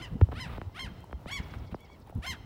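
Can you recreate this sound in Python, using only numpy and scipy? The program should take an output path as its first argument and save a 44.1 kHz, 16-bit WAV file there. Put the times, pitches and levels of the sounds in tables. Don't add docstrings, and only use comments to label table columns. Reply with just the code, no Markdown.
import sys
import numpy as np
from scipy import signal
from scipy.fft import irfft
from scipy.io import wavfile
from scipy.ndimage import uniform_filter1d

SR = 44100
rng = np.random.default_rng(int(sys.argv[2]) if len(sys.argv) > 2 else 0)


def invert_db(level):
    return 10 ** (np.asarray(level, dtype=float) / 20)


def to_wav(sig):
    pcm = np.clip(np.atleast_2d(sig), -1, 1) * 32767
    pcm = np.round(pcm).astype(np.int16)
    wavfile.write(sys.argv[1], SR, pcm.T)


N = 108045

# t/s, level/dB
GUSTS = [(0, -47), (.39, -42), (.62, -46.5), (.72, -52.5), (.85, -48.5), (1.049, -53), (1.27, -48.5),
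         (1.4, -44), (1.65, -45), (1.8, -56), (2.07, -51.5), (2.3, -49.5), (2.4, -48.5), (2.45, -46.5)]
# start/s, length/s, level/dB
BUFFETS = [(.0, 0.024, -37), (.11, 0.065, -39.5), (.3, 0.082, -44), (.46, 0.18, -47.5), (.82, 0.093, -43.5),
           (.91, .13, -55.5), (1.26, 0.011, -35.5), (1.39, 0.028, -37), (1.56, 0.096, -45),
           (1.72, 0.026, -38.5), (2.15, 0.048, -31), (2.28, 0.068, -44.5)]
# f/Hz, density/dB
WIND_SPECTRUM = [(15, -50), (30, -17), (50, -1), (81, 0.5), (186, -8.5), (320, -24), (576, -33),
                 (1540, -96)]
# f/Hz, density/dB
TOWN_SPECTRUM = [(100, -18), (250, -6.5), (900, -12), (1700, -26), (4000, -30.5), (7700, -41), (13500, -41),
                 (15300, -45.5)]
# start/s, length/s, level/dB
RUBS = [
    (.0, 0.147, -60.5),
    (.312, 0.034, -49),
    (.46, 0.124, -49.5),
    (.87, 0.14, -63.5),
    (1.39, .17, -55),
    (1.535, 0.016, -52),
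    (1.55, 0.109, -59),
    (1.71, 0.026, -54),
    (2.06, 0.057, -63),
    (2.35, 0.09, -75),
]
# f/Hz, density/dB
RUB_SPECTRUM = [(150, -18.5), (500, -9), (1000, -7), (3400, -19.5), (5500, -45), (9600, -38),
                (13500, -42.5), (15300, -39.5)]
# break/s, crest after break/s, crest f/Hz, level/dB, break length/s
CRIES = [
    (0.018, 0.0031, 1039, -44, 0.0077),
    (.397, 0.0045, 1039, -42.5, 0.0097),
    (0.792, .025, 1063, -43.5, 0.0057),
    (1.306, .04, 1136, -40.5, .017),
    (2.262, 0.026, 1057, -39.5, 0.0085),
]
# climb/s, climb rate/(Hz/s), fall 50 ms from crest/Hz, last f/Hz, brightness/(dB/oct)
DELIVERIES = [
    (.05, 6400, 290, 730, -6.5),
    (0.055, 4900, 180, 470, -4.5),
    (0.052, 5500, 260, 430, -3.5),
    (0.042, 5800, 320, 590, -2),
    (0.043, 6500, 310, 460, -0.5),
]
# dip f/Hz, dip depth/dB, share of the fall used in rising to crest, body/dB
GAPES = [
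    (3950, -12, .3, -1),
    (6600, -7.5, 0.22, -0.5),
    (7590, -5, .15, 0.5),
    (8600, -4.5, .65, 0.5),
    (8700, -8.5, 0.37, 0),
]
# f/Hz, gain/dB
THROAT_LOW = [(650, -6), (1050, -3.5), (1500, -2), (2400, -4.5), (4000, -10.5), (6800, -24.5),
              (9500, -19.5), (14000, -33)]
# f/Hz, gain/dB
THROAT_HIGH = [(600, 1.5), (1100, -9), (2100, 0), (3300, 0), (5300, -7.5), (8000, -15), (11000, -18),
               (16000, -29.5)]
# delay/s, level/dB, smear/s
ECHOES = [(.045, -28.5, 0.017), (.07, -30, 0.0075), (0.107, -24, 0.035), (.19, -23.5, 0.058),
          (.325, -27, 0.033), (.485, -25, 0.018), (.575, -24, 0.016)]
# delay/s, level/dB
NEAR_WALLS = [(.0076, -16.5), (.0094, -17), (.0172, -7.5), (0.0214, -13), (0.0232, -11), (0.0275, -17.5)]
# t/s, peak/dB, brightness f/Hz
TAPS = [(.212, -24, 1310), (0.2142, -30, 2500), (.287, -35.5, 815), (0.32, -35.5, 1600), (.316, -42, 2200),
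        (.323, -41, 2500), (.327, -32, 1030), (0.329, -53, 707), (.58, -32, 930), (.615, -30.5, 1850),
        (1.095, -46, 865), (1.111, -44.5, 1620), (1.128, -31.5, 1690), (1.258, -33.5, 1030),
        (1.538, -36.5, 1870), (1.547, -52, 890), (1.693, -45.5, 719), (1.744, -27, 1040), (1.845, -50, 915),
        (2.096, -41, 1175), (2.158, -61, 2500), (2.179, -54, 1490)]
# centre t/s, peak/dB, f/Hz, length/s
THUMPS = [
    (.2325, -7.6, 86, .0105),
    (.223, -18, 135, .004),
    (.2158, -22.5, 310, .0018),
    (.1577, -28, 190, .004),
    (.1285, -30, 150, .004),
    (.677, -29, 92, .012),
    (1.152, -31, 64, .016),
    (2.196, -29, 75, .012),
    (.29, -31, 62, .02),
]
# t/s, peak/dB
TICKS = [(0.2095, -54.5), (1.0048, -54), (1.042, -50.5), (1.1224, -55), (1.8048, -51), (1.8437, -64),
         (2.0004, -57.5), (2.104, -56), (2.1497, -53), (2.072, -56.5), (2.178, -57.5), (2.095, -55)]
# t/s, level/dB, f/Hz, length/s
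POPS = [
    (1.04, -41, 920, 0.005),
    (1.899, -44, 986, 0.0041),
    (2.072, -45, 800, 0.0076),
    (2.125, -40, 700, 0.005),
    (.695, -48, 860, 0.0044),
]
# t/s, level/dB
CHIRPS = [
    (1.424, -53.5),
    (1.501, -57),
    (1.578, -58),
    (1.663, -56.5),
    (1.74, -57),
    (1.843, -58.5),
    (1.919, -62),
    (2.008, -59.5),
    (.72, -63),
    (2.197, -78),
]

TOWN_DB, TOWN_FOLLOWS_GUST = -56.5, 0.28
RUB_EDGE_S = 0.01
HISS_DB, HISS_LOW_HZ, HISS_RUB_DB = -67.5, 15000, -12

JITTER, SHIMMER_DB, UNEVEN_DB = 0.0045, 2, 1.54
RASP_LOW_DB, RASP_HIGH_DB, RASP_SAG_DB_PER_OCT = -15.5, -19, 14
BREAK_HZ, BREAK_DB, SAG_POWER = 798, -5, 2.3
DIP_OCT, BODY_HZ = 0.1, 2500
DULL_HZ, DULL_DB_PER_OCT = 4450, 24
TAIL_HZ, TAIL_DB_PER_OCT = 1350, -23.5
ATTACK_S, RELEASE_S, LOW_DB, SAG_DB_PER_OCT = 0.026, 0.021, -2.5, 18
CRY_LEAD, CRY_LEN = 3000, 10000

ECHO_LOW_HZ, ECHO_CUT_HZ, NEAR_CUT_HZ = 1710, 4400, 3900
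STREET_DB, STREET_T60_S = -22.5, 0.18
TAP_TURNS, TAP_BASS_HZ, TAP_LEN = 1.55, 82, 4096
TICK_HZ, TICK_S = 5540, 0.0015
CHIRP_TOP_HZ, CHIRP_END_HZ, CHIRP_S, CHIRP_ROUGH = 6200, 3800, 0.028, 0.12
CUTOFF_HZ = 15900


def rms_one(x):
    return x / np.sqrt(np.mean(x ** 2) + 1e-20)


def at_hz(points, hz):
    points_hz, points_db = np.transpose(points)
    return np.interp(np.log(hz), np.log(points_hz), points_db, left=-45)


def drift(rate_hz, size=N):
    r = np.exp(-40 * np.pi * rate_hz / SR)
    white = rng.standard_normal(size // 20 + 1002)
    slow = signal.lfilter([1], [1, -2 * r, r * r], white)[1000:]
    return np.interp(np.arange(size) / 20, np.arange(len(slow)), rms_one(slow))


def swell(rows, edge_s):
    t = np.arange(N) / SR
    out = np.zeros(N)
    for start, length, db in rows:
        inside = np.minimum(t - start, start + length - t)
        out += invert_db(db) * np.clip(inside / edge_s + 0.5, 0, 1) ** 2
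    return out


def banded_noise(spectrum, patchy_db, rate_hz):
    out = np.zeros(N)
    together = drift(rate_hz)
    edges = 22.2 * 2 ** np.arange(0, 9.6, 0.5)
    white = rng.standard_normal((2, N))
    for k, (low, high) in enumerate(zip(edges, edges[1:])):
        sos = signal.butter(2, [low, high], "band", fs=SR, output="sos")
        band = signal.sosfilt(sos, white[k % 2])
        flicker_db = patchy_db * (1.1 * together + drift(rate_hz))
        out += invert_db(at_hz(spectrum, np.sqrt(low * high)) + flicker_db) * band
    return rms_one(out)


def wind(gust_db):
    air = banded_noise(WIND_SPECTRUM, patchy_db=2.25, rate_hz=10)
    air = rms_one(air / np.sqrt(uniform_filter1d(air ** 2, size=2600) + 0.056))
    return (invert_db(gust_db) + swell(BUFFETS, 0.016)) * air


def town(gust_db):
    level_db = TOWN_DB + TOWN_FOLLOWS_GUST * (gust_db - gust_db.mean())
    return invert_db(level_db) * banded_noise(TOWN_SPECTRUM, patchy_db=1.06, rate_hz=7.5)


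def rubs():
    return swell(RUBS, RUB_EDGE_S) * banded_noise(RUB_SPECTRUM, patchy_db=1.1, rate_hz=90)


def hiss():
    band_hz = [HISS_LOW_HZ, HISS_LOW_HZ + 800]
    sos = signal.butter(2, band_hz, "band", fs=SR, output="sos")
    level = invert_db(HISS_DB) + invert_db(HISS_RUB_DB) * swell(RUBS, 0.05)
    return level * signal.sosfilt(sos, rng.standard_normal(N))


def cry(call, delivery, gape):
    break_s, crest_s, crest_hz, db, break_length_s = call
    climb_s, climb_rate, sag_hz, end_hz, bright_db = delivery
    dip_hz, dip_db, rise, body_db = gape
    t = np.arange(-CRY_LEAD, CRY_LEN - CRY_LEAD) / SR
    high = np.clip(t / break_length_s + 0.5, 0, 1)

    fall_hz = np.where(t < crest_s, rise, 1) * sag_hz
    arch = np.maximum(crest_hz - fall_hz * np.abs(20 * (t - crest_s)) ** SAG_POWER, 300)
    sag_oct = np.log2(arch / crest_hz)
    climb = BREAK_HZ + climb_rate * t
    pitch = ((1 - high) * climb + high * arch) * (1 + JITTER * drift(170, CRY_LEN))

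    k = np.arange(1, 26)[:, None]
    hz = k * pitch

    def bell(center_hz, width_oct):
        return np.exp(-(np.log2(hz / center_hz) / width_oct) ** 2)

    tilt = bright_db * np.log2(np.maximum(hz / 3500, 1))
    tilt = tilt + high * DULL_DB_PER_OCT * sag_oct * bell(DULL_HZ, 1.07)
    tilt = tilt + dip_db * bell(dip_hz, DIP_OCT)
    tilt = tilt + high * body_db * bell(BODY_HZ, 0.48)
    tilt = tilt + BREAK_DB * 4 * high * (1 - high) * (k > 3)
    tilt = tilt + high * TAIL_DB_PER_OCT * sag_oct * bell(TAIL_HZ, 0.45)
    throat = (1 - high) * at_hz(THROAT_LOW, hz) + high * at_hz(THROAT_HIGH, hz)
    gains = invert_db(throat + tilt) * (hz < 16000)

    flutter_db = [SHIMMER_DB * drift(73, CRY_LEN) + UNEVEN_DB * drift(7.8, CRY_LEN) for _ in k]
    phase = 2 * np.pi * np.cumsum(pitch) / SR
    tone = np.sum(gains * invert_db(flutter_db) * np.cos(k * phase + 0.3 * k ** 2), axis=0)
    rasp_db = RASP_LOW_DB + high * (RASP_HIGH_DB - RASP_LOW_DB - RASP_SAG_DB_PER_OCT * sag_oct)
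    tone = tone * (1 + drift(380, CRY_LEN) * invert_db(rasp_db))

    end_s = crest_s + ((crest_hz - end_hz) / sag_hz) ** (1 / SAG_POWER) / 20
    shape = np.clip(np.minimum((t + climb_s) / ATTACK_S, (end_s - t) / RELEASE_S), 0, 1)
    shape = shape * invert_db(db + (1 - high) * LOW_DB + high * SAG_DB_PER_OCT * sag_oct)
    out = np.zeros(N + 13000)
    i = int(break_s * SR)
    out[i:i + CRY_LEN] = tone * shape
    return out[CRY_LEAD:N + CRY_LEAD]


def street(x):
    t = np.arange(SR) / SR
    shape = invert_db(STREET_DB - 60 * t / STREET_T60_S) * np.minimum(t / 0.0036, 1) * 0.021
    for delay, db, smear in ECHOES:
        shape += invert_db(db) * np.exp(-((t - delay) / smear) ** 2) / np.sqrt(smear * SR)
    near = np.zeros(SR)
    for delay, db in NEAR_WALLS:
        near[int(delay * SR)] += invert_db(db)
    far_filter = signal.butter(1, [ECHO_LOW_HZ, ECHO_CUT_HZ], "band", fs=SR)
    reply = signal.lfilter(*far_filter, shape * rng.standard_normal(SR))
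    reply = reply + signal.lfilter(*signal.butter(1, NEAR_CUT_HZ, fs=SR), near)
    return signal.fftconvolve(x, reply)[:N]


def thumps():
    t = np.arange(N) / SR
    out = np.zeros(N)
    for s, db, hz, length in THUMPS:
        pulse = np.exp(-((t - s) / length) ** 2)
        out += invert_db(db) * pulse * np.cos(2 * np.pi * hz * (t - s) + 1.3)
    return out


def taps():
    out = np.zeros(N + TAP_LEN)
    hz = np.arange(1, 2050) * SR / TAP_LEN
    late = np.exp(-2j * np.pi * TAP_TURNS * np.log(hz))
    late = late * hz ** 2 / (hz ** 2 + TAP_BASS_HZ ** 2) / np.sqrt(1 + hz / 300)
    for s, db, bright_hz in TAPS:
        tap = irfft(late / (1 + (hz / bright_hz) ** 3.4), TAP_LEN)
        i = int(s * SR)
        out[i:i + TAP_LEN] += invert_db(db) * tap / np.abs(tap).max()
    return out[:N]


def ticks():
    t = np.arange(N) / SR
    burst = sum(invert_db(db - 6) * np.exp(-((t - s - TICK_S) / TICK_S) ** 2) for s, db in TICKS)
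    sos = signal.butter(2, TICK_HZ, "high", fs=SR, output="sos")
    return signal.sosfilt(sos, burst * rng.standard_normal(N))


def pops():
    t = np.arange(N) / SR
    out = np.zeros(N)
    for s, db, hz, length in POPS:
        pulse = np.exp(-((t - s - length / 2) / length * 3) ** 2)
        out += invert_db(db) * pulse * np.sin(2 * np.pi * hz * t)
    return out


def chirps():
    t = np.arange(N) / SR
    out = np.zeros(N)
    blur = drift(300)
    for s, db in CHIRPS:
        u = np.clip((t - s) / CHIRP_S, 0, 1)
        hz = CHIRP_TOP_HZ + (CHIRP_END_HZ - CHIRP_TOP_HZ) * u
        hz = hz * (1 + CHIRP_ROUGH * blur)
        out += invert_db(db - 7) * np.sin(np.pi * u) * np.sin(2 * np.pi * np.cumsum(hz) / SR)
    return out


def scene():
    gust_db = np.interp(np.arange(N) / SR, *np.transpose(GUSTS))
    air = wind(gust_db) + town(gust_db)
    gull = sum(cry(*rows) for rows in zip(CRIES, DELIVERIES, GAPES))
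    handling = rubs() + hiss() + thumps() + taps() + ticks() + pops()
    return (air + gull + street(gull) + handling + chirps())[None]


def roll_off(x):
    return signal.sosfilt(signal.butter(12, 15890, fs=SR, output="sos"), x)


def record(dry):
    sos = signal.ellip(10, 0.5, 60, CUTOFF_HZ, fs=SR, output="sos")
    cut = signal.sosfilt(sos, dry)
    return roll_off(cut)


dry = scene()
out = record(dry)
to_wav(out)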